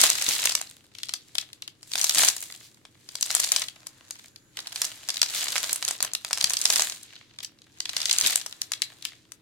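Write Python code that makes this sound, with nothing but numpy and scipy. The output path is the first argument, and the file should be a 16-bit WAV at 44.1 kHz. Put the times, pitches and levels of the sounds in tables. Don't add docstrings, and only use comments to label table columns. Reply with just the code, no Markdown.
import sys
import numpy as np
from scipy import signal
from scipy.fft import rfft, irfft, next_fast_len
from scipy.io import wavfile

SR = 44100
rng = np.random.default_rng(int(sys.argv[2]) if len(sys.argv) > 2 else 0)


def bounce(signal):
    frames = np.transpose(np.atleast_2d(signal))
    limited = np.clip(frames, -1, 1)
    pcm = np.round(limited * 32767).astype(np.int16)
    wavfile.write(sys.argv[1], SR, pcm)


N = 414981
GRAIN_SIZE, LEAD = 1024, 220


def from_db(db):
    return 10 ** (np.asarray(db) / 20)


def rms_one(x):
    return x / np.sqrt(np.mean(x ** 2) + 1e-20)


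def seconds():
    return np.arange(N) / SR


def at_hz(points, hz):
    points = np.array(points)
    return np.interp(np.log(hz + 1), np.log(points[:, 0]), points[:, 1])


def filtered(x, response):
    size = next_fast_len(N + SR // 2)
    f = np.fft.rfftfreq(size, 1 / SR) + 1e-3
    return irfft(rfft(x, size) * response(f), size)[..., :N]


def resonance(f, hz, q):
    return 1 / (1 + 1j * q * (f / hz - hz / f))


def add(track, grain, s):
    start = int(s * SR) - LEAD
    a, b = max(start, 0), min(start + GRAIN_SIZE, N)
    track[:, a:b] += grain[:, a - start:b - start]


# (frequency [Hz], relative density [dB per Hz])
AIR_COLOUR = [(15, -45), (25, -9.5), (49, -18.5), (108, -1.5), (175, -7.5), (317, -9), (384, -12),
              (560, -16.5), (624, -26.5), (3620, -24.5), (9320, -34.5), (10100, -33), (16000, -42)]
# (frequency [Hz], coherence [0 to 1])
AIR_COHERENCE = [(30, 0.42), (100, 0.77), (500, 0.58), (2000, .25), (8000, .05)]
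# (frequency [Hz], rms level [dB])
HUM_TONES = [(121, -73), (301, -74.5), (328, -76)]
AIR_DB = -63


def air():
    def shape(sign):
        return lambda f: (from_db(at_hz(AIR_COLOUR, f))
                          * np.sqrt(1 + sign * np.clip(at_hz(AIR_COHERENCE, f), 0, 1)))
    mid = filtered(rng.standard_normal(N), shape(1))
    side = filtered(rng.standard_normal(N), shape(-1))
    hum = 0
    for hz, db in HUM_TONES:
        waver = 0.022 * np.cumsum(rng.standard_normal(N))
        hum = hum + from_db(db) * np.sqrt(2) * np.sin(2 * np.pi * hz * seconds() + waver)
    return from_db(AIR_DB) * rms_one(np.array([mid + side, mid - side])) + hum


# (frequency [Hz], width [Hz], rms level before the fades [dB])
WHINE_LINES = [(1560, 121, -74), (6900, 460, -69), (10400, 1200, -74)]
WHINE_FROM_S, WHINE_TO_S = 3.6, 4.6


def whine():
    t = seconds()
    fade = np.clip(np.minimum(t - WHINE_FROM_S, WHINE_TO_S - t) * 10, 0, 1)
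    noise = rng.standard_normal((2, N))
    lines = 0
    for hz, width, db in WHINE_LINES:
        line = signal.lfilter(*signal.iirpeak(hz, hz / width, fs=SR), noise)
        lines = lines + from_db(db) * rms_one(line)
    return fade * lines


def shared(response, alike_hz=900):
    left, right = rfft(response)
    alike = 1 / (1 + (np.fft.rfftfreq(response.shape[1], 1 / SR) / alike_hz) ** 2)
    return irfft(np.array([left, alike * left + np.sqrt(1 - alike ** 2) * right]))


# (centre [Hz], relative level [dB], t60 of the late decay [s])
ROOM_BANDS = [(300, -12, 0.43), (1000, -12.5, 0.26), (3500, -9.5, 0.24), (6760, -9.5, 0.11),
              (14000, -10.5, 0.15)]


def room(x, build_s=0.011, early=0.57, early_s=0.021):
    t = np.arange(SR // 2) / SR
    f = np.fft.rfftfreq(len(t), 1 / SR)
    white = rfft(rng.standard_normal((2, len(t))))
    centres = np.log([hz for hz, db, t60 in ROOM_BANDS])
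    build = 1 - np.exp(-(t / build_s) ** 2)
    early_boost = 1 + early * np.exp(-t / early_s)
    response = 0
    for share, (hz, db, t60) in zip(np.eye(len(ROOM_BANDS)), ROOM_BANDS):
        decay = build * from_db(-60 * t / t60) * early_boost
        band = irfft(white * np.interp(np.log(f + 1), centres, share), len(t))
        response = response + from_db(db) * band * decay / np.sqrt(np.sum(decay ** 2))
    sent = (x + x[::-1] / 2) / 1.39
    return signal.fftconvolve(sent, shared(response), axes=1)[:, :N]


# (frequency [Hz], width [Hz], boost of this tone alone [dB])
HOLLOW_TONES = [(654, 100, 5), (730, 37, 2), (1019, 40, 4)]


def hollow(x, trim_db=0.44):
    def response(f):
        return 1 + sum((from_db(db) - 1) * resonance(f, hz, hz / width) for hz, width, db in HOLLOW_TONES)
    return from_db(trim_db) * filtered(x, response)


# (time [s], level at the start of the decay [dB])
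PALM_BUMPS = [(0.013, -50), (0.281, -39.5), (0.455, -55), (1.948, -50), (2.165, -42), (2.272, -52),
              (5.22, -56), (5.55, -61), (6.037, -48), (6.433, -48), (8.232, -43)]


def bumps(thud_hz=190, q=0.29, t60=0.16, onset_s=0.0017):
    t = seconds()
    push = sum(from_db(db - 60 * np.maximum(t - s, 0) / t60) * np.clip((t - s) / onset_s, 0, 1)
               for s, db in PALM_BUMPS)
    return push * rms_one(filtered(rng.standard_normal(N), lambda f: resonance(f, thud_hz, q) ** 2))


# (time of the middle [s], half length to 1/e [s], peak level [dB])
SKIN_SCUFFS = [(0.313, 0.053, -27), (2.653, 0.037, -50.5), (5.378, 0.021, -29.5), (7.434, 0.005, -33.5),
               (7.448, 0.013, -47)]


def scuffs(film_hz=4200, q=1.0, slips_per_s=3000):
    t = seconds()
    stroke = sum(from_db(db) * np.exp(-((t - s) / half) ** 2) for s, half, db in SKIN_SCUFFS)
    slips = (rng.random(N) < slips_per_s / SR) * (1 + rng.standard_normal((2, N)))
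    return stroke * rms_one(filtered(slips, lambda f: resonance(f, film_hz, q) * resonance(f, film_hz, q / 4)))


# (full strength at [s], rustle [dB], rise [s], hold [s], fall [s],
#  low body re rustle [dB], top sizzle re rustle [dB])
HAND_MOVES = [(0, -20.5, .05, 0.043, 0.12, -13, -2.5), (0.099, -32, 0.042, 0.37, 0.21, -13.5, -3.5),
              (.97, -53.5, .06, 0.15, .35, -21, -7), (1.4, -54.5, .3, 0.014, .22, -13, -5),
              (1.98, -35.5, .1, .14, 0.15, -16, 0), (2.18, -24.5, .08, 0.072, 0.11, -14.5, 0),
              (2.38, -46, 0.13, 0.058, 0.28, -13, .5), (3.351, -35.5, .24, .26, .085, -14.5, -2),
              (3.75, -59.5, 0.11, 0.31, .2, -5.5, -6.5), (4.158, -56.5, 0.086, 0.13, 0.031, -16, -5),
              (4.583, -51, .08, 0.51, 0.24, -9, -5.5), (4.78, -38.5, .06, .06, .2, -12.5, -1.5),
              (5.101, -45, .2, .12, .2, -17, -6), (5.35, -32.5, .16, 0.055, 0.31, -13.5, -2.5),
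              (5.53, -37, 0.16, .18, 0.19, -10.5, -2), (5.878, -38.5, .08, 0.045, 0.087, -10.5, -3),
              (6.032, -40, 0.057, 0.011, .16, -9, -24), (6.41, -41, .26, 0.36, .1, -10.5, -2),
              (6.701, -29.5, .09, .11, 0.16, -13.5, 0), (7.027, -51, .2, 0.12, 0.33, -16, -17.5),
              (7.979, -36, 0.18, 0.19, 0.11, -14, -8), (8.249, -27.5, .15, 0.019, 0.17, -15.5, -2.5),
              (8.501, -55.5, 0.12, 0.41, 0.36, -7, -4.5), (9.047, -46, .06, .01, 0.19, -20, -11)]
SWELL_DB = 20
REST_DB, REST_BODY_DB, REST_SIZZLE_DB = -75, -0.5, -3.5


def handling():
    t = np.arange(0, N, 64) / SR

    def colour(body, sizzle):
        return from_db([[0], [body], [sizzle]])
    power = (from_db(REST_DB) * colour(REST_BODY_DB, REST_SIZZLE_DB)) ** 2
    for s, db, rise, hold, fall, body, sizzle in HAND_MOVES:
        before = np.maximum(s - t, 0) / max(rise, .01)
        after = np.maximum(t - s - hold, 0) / max(fall, .01)
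        power = power + (from_db(db - SWELL_DB * (before + after)) * colour(body, sizzle)) ** 2
    return [np.interp(seconds(), t, 10 * np.log10(p)) for p in power]


def unit(h):
    return h / np.sqrt(np.mean(abs(h) ** 2, axis=-1, keepdims=True))


def chirp(ring_hz, pop_db, crack_db, q=2.02, travel_s=.0022, edge_echo=0.4, fold_echo=0.27,
          crack_hz=9700, crack_q=1.2, pop_hz=1150, film_hz=5000):
    f = np.fft.rfftfreq(GRAIN_SIZE, 1 / SR) + 1e-3

    def late(s):
        return np.exp(-2j * np.pi * f * s)

    def bend(s):
        return np.exp(-4j * np.pi * s * np.sqrt(f * film_hz))
    travel = travel_s * rng.uniform(0.523, 1.3) * rng.uniform(0.9213, 1.0, (2, 1))
    seams = 1
    for _ in range(4):
        strength = edge_echo * rng.normal(size=(2, 1))
        seams = seams + strength * late(rng.uniform(.0001, .002, (2, 1))) * bend(travel / 10)
    fold = 1 + fold_echo * late(rng.integers(2, 4) / ring_hz)
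    body = resonance(f, ring_hz, q) * resonance(f, film_hz, 0.37) / (1 + (f / 11500) ** 6)
    ring = unit(body * seams * fold)
    crack = unit(abs(resonance(f, crack_hz, crack_q) ** 3 * seams) * np.exp(1j * np.angle(ring)))
    centring = late(-travel * np.sqrt(film_hz / ring_hz))
    film = (ring + from_db(crack_db) * crack) * bend(travel) * centring
    panel_hz = pop_hz * rng.uniform(0.88, 2.12)
    pop = unit(resonance(f, panel_hz, 0.48) ** 2 * (1 + (seams - 1) / 2)) * late(-0.00064)
    port_lag = rng.normal(2.1e-5, 1.8e-5) * np.array([[-1], [1]])
    return irfft((film + from_db(pop_db) * pop) * late(LEAD / SR + port_lag))


def wrinkles(per_s, spread_db=6.5):
    pitches = np.geomspace(2100, 9200, num=60)
    bank = np.array([chirp(hz, rng.normal(-30, 1), rng.normal(-8.0, 6.5)) for hz in pitches])
    out = np.zeros((2, N))
    for i in np.flatnonzero(rng.random(N) < per_s / SR):
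        size = from_db(spread_db * min(rng.exponential(), 2.8)) / np.sqrt(per_s[i])
        add(out, size * rng.choice([-1, 1]) * bank[rng.integers(len(bank))], i / SR)
    mean = np.sqrt(np.mean(abs(rfft(bank)) ** 2, axis=(0, 1)))
    bank_f = np.fft.rfftfreq(GRAIN_SIZE, 1 / SR)
    return rms_one(filtered(out, lambda f: 1 / np.interp(f, bank_f, mean + mean.max() / 100)))


# (frequency [Hz], relative density [dB per Hz])
RUSTLE_COLOUR = [(100, -10.5), (300, -8), (480, -9.5), (700, -7), (1400, -4.5), (2200, -4), (4000, 1.5),
                 (5500, -5.5), (7200, 1), (9500, -2.5), (13000, -8), (16000, -15)]
USUAL_DB = -35.5


def rustle(level, body, sizzle, busy_per_s=520, slide_db=-4.0, slide_fades=0.073,
           middle_db=-1.14, sizzle_db=0.95):
    per_s = np.clip(busy_per_s * from_db((level - USUAL_DB) / 2), 200, 2000)
    slide = rms_one(rng.standard_normal((2, N)) + 0.66 * rng.standard_normal(N))
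    share = from_db(slide_db - slide_fades * (level - USUAL_DB))
    mixed = (wrinkles(per_s) + share * slide) / np.hypot(1, share)
    source = filtered(mixed, lambda f: from_db(at_hz(RUSTLE_COLOUR, f)))

    def part(edges, kind):
        return rms_one(signal.sosfilt(signal.butter(4, edges, kind, fs=SR, output="sos"), source))
    low, middle, top = part(1800, "low"), part([1800, 6000], "band"), part(6000, "high")
    return from_db(body) * low + from_db(level + middle_db) * middle + from_db(sizzle + sizzle_db) * top


def small_snaps(level, body, per_s=15, over_db=13.5, scatter_db=0.4, top_db=-25, ring_hz=5600, octaves=0.33,
                pop_db=1.0, firm_db=-43, knee_db=3.0):
    rate = per_s / (1 + np.exp((firm_db - level) / knee_db))
    rows = []
    for i in np.flatnonzero(rng.random(N) < rate / SR):
        a, b = rng.standard_normal(2)
        db = min(level[i] + over_db, top_db) + scatter_db * a
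        rows.append((i / SR, db, ring_hz * 2 ** (octaves * b), body[i] - level[i] + pop_db))
    return rows


# (time [s], level [dB], ring of the film [Hz], low pop re ring [dB])
CREASE_SNAPS = [(0.015, -13, 6400, -22), (0.0383, -14, 7140, -4.5), (.0538, -22, 5600, -0.5),
                (.067, -27, 5330, -18), (0.1012, -13, 6700, -22), (0.2218, -23, 5600, -19),
                (0.2648, -21.5, 3840, -26), (0.289, -17, 6100, -16.5), (0.4565, -14.5, 6200, -12),
                (0.4725, -18, 2700, -28), (0.4944, -21, 4500, -27.5), (0.5521, -15, 5550, -14.5),
                (0.6141, -26, 7090, -8.5), (0.9515, -38, 3260, -20), (.986, -34.5, 4360, -14),
                (1.0335, -24.5, 3670, -41), (1.087, -34, 4310, -25), (1.093, -26, 4200, -14),
                (1.1385, -21, 4630, -13.5), (1.3538, -25, 3580, -16), (1.3835, -16, 3670, -18.5),
                (1.4129, -31.5, 5900, -35), (1.5315, -36.5, 3770, -32), (1.6228, -30, 3680, -35),
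                (1.6784, -31, 3290, -19), (1.8305, -40, 5100, -10.5), (1.9178, -31.5, 4600, -8.5),
                (1.9357, -22.5, 4200, -26), (1.9559, -22.5, 3594, -3), (2.0143, -17, 5900, -28),
                (2.0432, -14, 6600, -15.5), (2.095, -15, 5040, -17), (2.1483, -18, 6800, -10.5),
                (2.1842, -14.5, 4627, -10), (2.235, -18.5, 5700, -2), (2.2579, -30, 6860, -7),
                (2.2855, -10.5, 6460, -10), (2.524, -36, 4500, -11), (2.853, -42.5, 3467, -4.5),
                (3.09, -34.5, 4700, -12.5), (3.1544, -25, 4940, -15.5), (3.2105, -23, 7550, -26),
                (3.227, -15.5, 5860, -24), (3.3052, -23, 4795, -4.5), (3.3128, -22.5, 6000, -13),
                (3.3505, -13, 8000, -15.5), (3.364, -26.5, 5960, -7), (3.4007, -16.5, 7270, -12),
                (3.4417, -20, 4650, -46.5), (3.5193, -13, 6890, -17), (3.5628, -14, 4474, -16.5),
                (3.6853, -28, 3380, -17), (3.8696, -30.5, 7040, -16), (4.1087, -28, 6600, -12),
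                (4.3607, -39.5, 4610, -13), (4.5714, -28.5, 3200, -17), (4.5903, -28.5, 3985, -7),
                (4.6036, -34.5, 5116, -16), (4.672, -29, 4060, -14), (4.76, -25, 4300, -12),
                (4.8183, -17.5, 5422, -9.5), (4.851, -23.5, 6400, -34), (5.0885, -22.5, 5450, -10),
                (5.0938, -22, 3730, -12), (5.1034, -21.5, 4860, -20), (5.1697, -23.5, 4090, -24),
                (5.2171, -11, 5170, -15), (5.2302, -15.5, 4530, -9.5), (5.5573, -26.5, 3640, 2.5),
                (5.5633, -20.5, 2125, -22), (5.5809, -20.5, 5510, -5.5), (5.638, -33, 4943, -1.5),
                (5.7301, -20.5, 7620, -17), (5.7598, -26.5, 9100, -8), (5.827, -25, 4560, -0.5),
                (5.85, -21.5, 6490, -21), (5.88, -20.5, 4654, -17), (5.886, -23, 7500, -15),
                (5.9103, -22.5, 7160, -9.5), (6.0053, -24.5, 4400, -7), (6.0269, -17.5, 7530, -27),
                (6.0489, -25.5, 6200, -5), (6.1353, -24.5, 6970, -18), (6.1508, -20, 4050, -15),
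                (6.2485, -26.5, 4530, -4), (6.3101, -31, 5090, 3), (6.331, -16.5, 5306, -10),
                (6.3755, -26, 5620, -3), (6.4118, -17.5, 4200, -29.5), (6.4429, -11.5, 4770, -14),
                (6.4977, -22, 6510, -30.5), (6.5063, -23, 6320, -3.5), (6.5347, -19, 8664, -36),
                (6.5696, -18, 4997, -29.5), (6.615, -19, 6400, -35.5), (6.6547, -10.5, 5600, -17.5),
                (6.7021, -13.5, 6060, -14), (6.7597, -15, 5484, -25), (6.796, -16.5, 5380, -7.5),
                (6.8209, -16.5, 6580, -8), (7.3882, -32.5, 3450, -14), (7.405, -34.5, 3475, -16),
                (7.4472, -27.5, 5400, -29), (7.588, -52, 3910, -25), (7.6193, -46, 4160, -32),
                (7.643, -55, 3754, -25), (7.804, -21.5, 4790, -19), (7.8558, -25, 3660, -17),
                (7.8939, -24, 3962, -10), (7.9666, -18, 4560, -18.5), (8.0166, -21.5, 4910, -26),
                (8.0566, -17, 4733, -39), (8.0961, -19.5, 3400, -30), (8.1122, -12.5, 4353, -26),
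                (8.1295, -16.5, 7245, -31.5), (8.1853, -14, 6660, -23.5), (8.2118, -15.5, 6400, -12),
                (8.263, -14, 3960, -38), (8.2728, -18, 7700, -18), (8.2991, -23.5, 4150, -9),
                (8.358, -14, 7730, -13), (8.4627, -27.5, 5555, -9), (8.5267, -33, 3550, -11),
                (8.6172, -20.5, 5480, -18.5), (8.7195, -23, 7130, -3.5), (8.7359, -23, 3977, -38),
                (8.8203, -16, 4140, -24), (9.0246, -36, 3990, -25), (9.0526, -23, 3460, -21),
                (9.3206, -37, 6340, -4)]
# (time [s], left over right [dB], top crack re ring [dB])
BENDING_PLACE = [(0, 0, -9), (1.2, 4, -15.5), (2.2, 2.5, -10.5), (3.4, 3, -16.5), (4.3, 3, -17.5),
                 (4.83, -2.5, -9.5), (5.15, 3, -18.5), (5.7, -4, -9), (6.15, 3, -9.5), (6.7, -2.5, -20),
                 (7.35, 2, -40), (7.85, 0, -26), (8.4, 2.5, -13.5), (9.2, 6.5, -9.5)]
PLACE_SCATTER_DB = -1
SNAP_SAMPLES = 200
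CRACK_AT_HZ, CRACK_DB_PER_OCTAVE, CRACK_SCATTER_DB = 5330, 4.0, 2.5


def snaps(rows, level_db=-2.16, pop_db=-0.5, follow_db=-9.0, follow_s=.0028):
    out = np.zeros((2, N))
    when, side, sharpness = np.transpose(BENDING_PLACE)
    for s, db, hz, pop in rows:
        pan = np.interp(s, when, side) + PLACE_SCATTER_DB * rng.normal()
        tightness = CRACK_DB_PER_OCTAVE * np.log2(hz / CRACK_AT_HZ)
        crack = np.interp(s, when, sharpness) + tightness + CRACK_SCATTER_DB * rng.normal()
        sides = rms_one(from_db(pan / 2 * np.array([[1], [-1]])))
        gain = from_db(db + level_db) * np.sqrt(SNAP_SAMPLES) * sides
        add(out, gain * chirp(hz, pop + pop_db, crack), s)
        neighbour = chirp(hz * 2 ** rng.uniform(-0.49, 0.21), pop + pop_db, crack)
        add(out, gain * from_db(follow_db) * neighbour, s + follow_s * rng.uniform(0.495, 2))
    return out


def scene(lean_db=0.37):
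    level, body, sizzle = handling()
    creases = snaps(CREASE_SNAPS) + snaps(small_snaps(level, body))
    lean = from_db(lean_db * np.array([[1], [-1]]))
    bags = hollow(creases + scuffs() + rustle(level, body, sizzle) * lean) + bumps()
    return bags + room(bags) + air() + whine()


def record(dry):
    steep = signal.ellip(10, .2, 80, 16000, fs=SR, output="sos")
    return signal.sosfilt(steep, np.clip(dry, -.92, .92))


dry = scene()
out = record(dry)
bounce(out)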